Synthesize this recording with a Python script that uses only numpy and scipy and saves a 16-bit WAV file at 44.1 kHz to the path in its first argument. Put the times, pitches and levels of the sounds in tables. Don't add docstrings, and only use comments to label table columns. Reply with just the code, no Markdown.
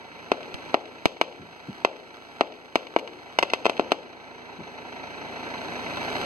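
import sys
import numpy as np
from scipy import signal
from scipy.fft import rfft, irfft
from scipy.io import wavfile
from scipy.ndimage import uniform_filter1d, minimum_filter1d

SR = 44100
rng = np.random.default_rng(int(sys.argv[2]) if len(sys.argv) > 2 else 0)


def inscribe(sig):
    pcm = np.round(np.clip(np.atleast_2d(sig).T, -1, 1) * 32767)
    wavfile.write(sys.argv[1], SR, pcm.astype(np.int16))


N = 275625

# f/Hz, level/dB
HISS_SPECTRUM = [(500, -17), (2000, 3), (4500, -3.5), (8000, -13.5), (11000, -20), (15500, -25)]
SPUTTER_SPECTRUM = [(300, -9), (1400, 5.5), (4000, -3.5), (9000, -28.5)]
# t/s, level/dB
BURN_LEVEL = [(0, 0.5), (1.5, 2.5), (2.8, 3.5), (4.2, -1), (5.2, -1), (6.2, 2.5)]
# f/Hz, level/dB
CLATTER_SPECTRUM = [(200, -26), (600, -5.5), (740, 8), (930, 5.5), (1150, -4.5), (1400, 1.5), (1750, 2),
                    (2500, -0.5), (3300, -10.5), (4100, -6.5), (5200, -26.5), (6100, -13), (8000, -88),
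                    (15000, -40)]
RUMBLE_SPECTRUM = [(20, -49), (40, -35), (70, -14.5), (150, 1.5), (310, 5.5), (450, 8), (600, 6.5),
                   (800, -15.5), (1100, -9), (2500, -13), (8000, -72)]
# multiple of the firing rate, level/dB, left minus right/dB
EXHAUST_HARMONICS = [(2, -61.5, -12), (3, -53.5, -6.5), (4, -54, 15.5), (5, -54, -1), (6, -49.5, -9.5),
                     (9, -49, -15.5)]
# t/s, level/dB, f/Hz, T60/s
FAR_THUDS = [(1.39, -16.5, 183, 0.28), (1.681, -8.5, 193, 0.11), (4.586, -16, 162, 0.13)]
# t/s, level/dB, time constant/ms
LOW_THUMPS = [(.545, -6, 1.6), (1.0578, 21.5, 0.71)]
# t/s, level/dB
WALL_SLAP_LEVEL = [(.3, -12), (1.1, -13), (1.9, -14), (2.8, -5.5), (3.4, -4.5), (3.9, -16)]
# t/s, level/dB
FAINT_TICKS = [(0.5424, -4), (2.9876, -2), (2.994, -3), (3.647, -13)]
# t/s, level/dB, overpressure duration/ms, treble crack/dB
CRACKER_BANGS = [(.3176, 15, .38, 1), (.743, 18.5, .24, -4), (1.056, 22.5, 0.65, 16),
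                 (1.2133, 22, 0.27, 6.5), (1.8486, 22.5, .25, 0.5), (2.4095, 23, .25, -2),
                 (2.7565, 21.5, 0.5, 10), (2.963, 19, .32, -7.5), (3.3876, 18, 0.2, 2.5),
                 (3.389, 14, 0.16, 12), (3.427, 14.5, 0.13, 1.5), (3.4323, 12, 0.45, 7),
                 (3.5351, 15.5, 0.28, 9.5), (3.6551, 14, 0.29, 2), (3.664, 14, 0.31, 2),
                 (3.6965, 10.5, .33, 7.5), (3.7955, 12, 0.49, -2.5), (3.919, 19.5, 0.32, 6)]
# f/Hz, level/dB
BLAST_COLOUR = [(30, -7.5), (100, -14.5), (180, -6), (290, 0), (430, 3), (660, 4), (900, 2), (1200, -1.5),
                (1700, -3.5), (2600, -1.5), (4000, -8.5), (6500, -16.5), (8500, -24), (15000, -27)]
# f/Hz, left minus right/dB
BLAST_BALANCE = [(150, -1.5), (300, 6.5), (500, 7.5), (700, 4), (1000, 3), (1350, 2.5), (2000, 1)]
# delay/ms, level/dB
NEAR_ECHOES = [(3.05, -14), (4.47, -20), (7.3, -22), (18.5, -33), (25.5, -27), (67.5, -32.5), (83, -40)]
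# f/Hz, level/dB
TAIL_SPECTRUM = [(100, -10.5), (350, 0), (700, -5.5), (1500, -14), (3000, 0.5), (6000, -3), (12000, -10.5)]
# f/Hz, T60/s
TAIL_DECAY = [(150, 1), (500, 0.76), (2000, 0.33), (8000, 0.63)]


def gain_of(db):
    return 10 ** (np.asarray(db) / 20)


def unit_rms(x):
    return x / np.sqrt(np.mean(x ** 2) + 1e-20)


def curve_at(points, hz):
    f, value = np.transpose(points)
    return np.interp(np.log(hz + 1), np.log(f + 1), value)


def add(mix, s, sound):
    part = mix[..., round(s * SR):][..., :sound.shape[-1]]
    part += sound[..., :part.shape[-1]]


def pan(db):
    return gain_of(np.array([[.5], [-.5]]) * db)


def minimum_phase(db):
    log_gain = np.log(gain_of(db))
    mirrored = np.concatenate([log_gain, log_gain[-2:0:-1]])
    return np.exp(np.conj(signal.hilbert(mirrored)))[:len(db)]


def coloured(x, spectrum):
    gain = gain_of(curve_at(spectrum, np.fft.rfftfreq(N, 1 / SR)))
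    return unit_rms(irfft(rfft(x) * gain, N))


def scatter(t):
    taps = rng.choice([-1., 1.], (3, len(t))) * (rng.random((3, len(t))) < .25)
    return taps[0] + .25 * taps[1:]


def blast_waves(rows, crack_hz=1900, top_hz=8000, size=4096):
    hz, out = np.fft.rfftfreq(size, 1 / SR), np.zeros((2, N))
    treble = hz ** 2 / (hz ** 2 + crack_hz ** 2) + 0.26 * hz ** 4 / (hz ** 4 + top_hz ** 4)
    balance_db = curve_at(BLAST_BALANCE, hz)
    for s, db, length_ms, crack_db in rows:
        jw_tau = 2j * np.pi * hz * length_ms / 1000
        pulse = jw_tau / (1 + jw_tau) ** 2
        colour_db = curve_at(BLAST_COLOUR, hz) + crack_db * treble
        wave = irfft([pulse * minimum_phase(colour_db + side * balance_db) for side in (.5, -.5)])
        add(out, s, gain_of(db) * wave[:, :size // 4] / abs(wave).max())
    return out


def hiss(level_db=-44, width=0.065):
    noise = rng.standard_normal(N) + width * rng.standard_normal((2, N))
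    return gain_of(level_db) * coloured(noise, HISS_SPECTRUM)


def sputter(grains_per_s=250, level_db=-43.5, spread_db=3.5):
    size = gain_of(spread_db * np.minimum(rng.exponential(1, N), 4))
    bursts = size * rng.choice([-1., 1.], N) * (rng.random(N) < grains_per_s / SR)
    return gain_of(level_db) * coloured(bursts, SPUTTER_SPECTRUM)


def flame(sputter_exponent=3.2):
    burn_db = np.interp(np.arange(N) / SR, *np.transpose(BURN_LEVEL))
    return gain_of(burn_db) * hiss() + gain_of(sputter_exponent * burn_db) * sputter()


def engine(firing_hz=27.665, clatter_db=-30, rumble_db=-33, uneven_db=2, knock=0.89, throb=0.26):
    cycles = firing_hz * np.arange(N) / SR + .85
    strength = gain_of(uneven_db * rng.standard_normal(int(cycles[-1]) + 1))[cycles.astype(int)]
    age = cycles % 1 / 0.16
    shake = strength * age * np.exp(1 - age)
    flicker = gain_of(-unit_rms(uniform_filter1d(rng.standard_normal(N), size=90)))
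    rattle = rng.standard_normal(N) + 0.29 * rng.standard_normal((2, N))
    clatter = coloured(rattle * flicker * (1 + knock * shake), CLATTER_SPECTRUM)
    puffs = rng.standard_normal(N) + 0.77 * rng.standard_normal((2, N))
    rumble = coloured(puffs * (1 + throb * shake), RUMBLE_SPECTRUM)
    hum = sum(gain_of(db) * pan(pan_db) * np.sqrt(2) * np.sin(2 * np.pi * (k * cycles + rng.random()))
              for k, db, pan_db in EXHAUST_HARMONICS)
    return gain_of(clatter_db) * clatter + gain_of(rumble_db) * rumble + hum


def far_fireworks(rise_s=0.0056, octaves=0.6):
    t, out = np.arange(SR) / SR, np.zeros((2, N))
    for s, db, pitch_hz, t60 in FAR_THUDS:
        band = signal.butter(2, [pitch_hz / 2 ** octaves, pitch_hz * 2 ** octaves], "band", fs=SR)
        envelope = (1 - np.exp(-t / rise_s)) * gain_of(-60 * t / t60)
        boom = signal.lfilter(*band, scatter(t) * envelope)
        add(out, s, gain_of(db) * boom / abs(boom).max())
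    return out


def low_thumps():
    out = np.zeros(N)
    for s, db, tau_ms in LOW_THUMPS:
        age = np.arange(SR // 10) / SR * 1000 / tau_ms
        add(out, s, gain_of(db) * age * (2 - age) * np.exp(-age))
    return np.array([out, -out])


def far_wall(delay_s=.1126, length_ms=0.068, treble_db=5, air_hz=5500, boost_db=3):
    slaps = blast_waves([(s + delay_s, np.interp(s, *np.transpose(WALL_SLAP_LEVEL)), length_ms, treble_db)
                         for s, *_ in CRACKER_BANGS])
    return gain_of(boost_db) * signal.lfilter(*signal.butter(2, air_hz, fs=SR), slaps)


def faint_ticks(length_ms=0.08, treble_db=9):
    return blast_waves([(s, db, length_ms, treble_db) for s, db in FAINT_TICKS])


def firecrackers():
    return blast_waves(CRACKER_BANGS)


def with_echoes(x):
    echoes = np.zeros(SR)
    for delay_ms, db in NEAR_ECHOES:
        add(echoes, delay_ms / 1000, gain_of([db]))
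    return x + signal.fftconvolve(x, echoes[None], axes=1)[:, :N]


def yard(x, near_db=-13, edges_db=-5, tail_db=-17, near_t60=0.081, drift_s=1.7):
    t, out = np.arange(SR) / SR, with_echoes(x)
    treble_band = signal.butter(2, [1700, 11000], "band", fs=SR)
    for k in range(3):
        near = scatter(t) * gain_of(-60 * t / near_t60) * (t > .0015)
        edges = signal.lfilter(*treble_band, scatter(t) * np.exp(-((t - 0.0024) / 0.004) ** 2))
        hz, age, bands = signal.stft(scatter(t), SR, nperseg=256)
        hz = hz[:, None]
        bands *= gain_of(curve_at(TAIL_SPECTRUM, hz) - 60 * age / curve_at(TAIL_DECAY, hz))
        tail = signal.istft(bands, SR, nperseg=256)[1][:, :SR] * (1 - np.exp(-t / 0.001))
        paths = sum(gain_of(db) * path / np.linalg.norm(path[0])
                    for db, path in ((near_db, near), (edges_db, edges), (tail_db, tail)))
        share = np.sqrt(2 / 3) * np.cos(2 * np.pi * (np.arange(N) / SR / drift_s + k / 3))
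        out += signal.fftconvolve(x * share, paths, axes=1)[:, :N]
    return out


def scene():
    blasts = firecrackers() + faint_ticks() + far_wall()
    return yard(blasts) + low_thumps() + far_fireworks() + with_echoes(engine() + flame())


def widened(x, split_hz=950, delay_s=1 / 1800):
    hz = np.fft.rfftfreq(N, 1 / SR)
    inverted_delay = -np.exp(-2j * np.pi * hz * delay_s)
    low, high = (signal.freqz(*signal.butter(2, split_hz, kind, fs=SR), hz, fs=SR)[1] ** 2
                 for kind in ("low", "high"))
    return irfft(rfft(x) * np.array([low + inverted_delay * high, low + high]), N)


def record(dry, ceiling_db=-0.5, start_cut_db=16.5, hold_s=0.1, recovery_db_per_s=7.0, top_hz=15800):
    wide = widened(dry)
    peak_db = 20 * np.log10(-minimum_filter1d(-abs(wide).max(0), size=64) + 1e-9)
    half_hold = int(hold_s * SR / 2)
    held_db = -minimum_filter1d(-peak_db, size=2 * half_hold + 1, origin=half_hold)
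    recovery_db = recovery_db_per_s * np.arange(N) / SR
    deepest_db = np.maximum.accumulate(held_db - ceiling_db + recovery_db)
    cut_db = np.maximum(deepest_db, start_cut_db) - recovery_db
    ducked = wide / gain_of(uniform_filter1d(np.maximum(cut_db, 0), size=48))
    low_pass = signal.firwin(255, top_hz, window=("kaiser", 9), fs=SR)
    return signal.oaconvolve(np.clip(ducked, -1, 1), low_pass[None], "same")


dry = scene()
out = record(dry)
inscribe(out)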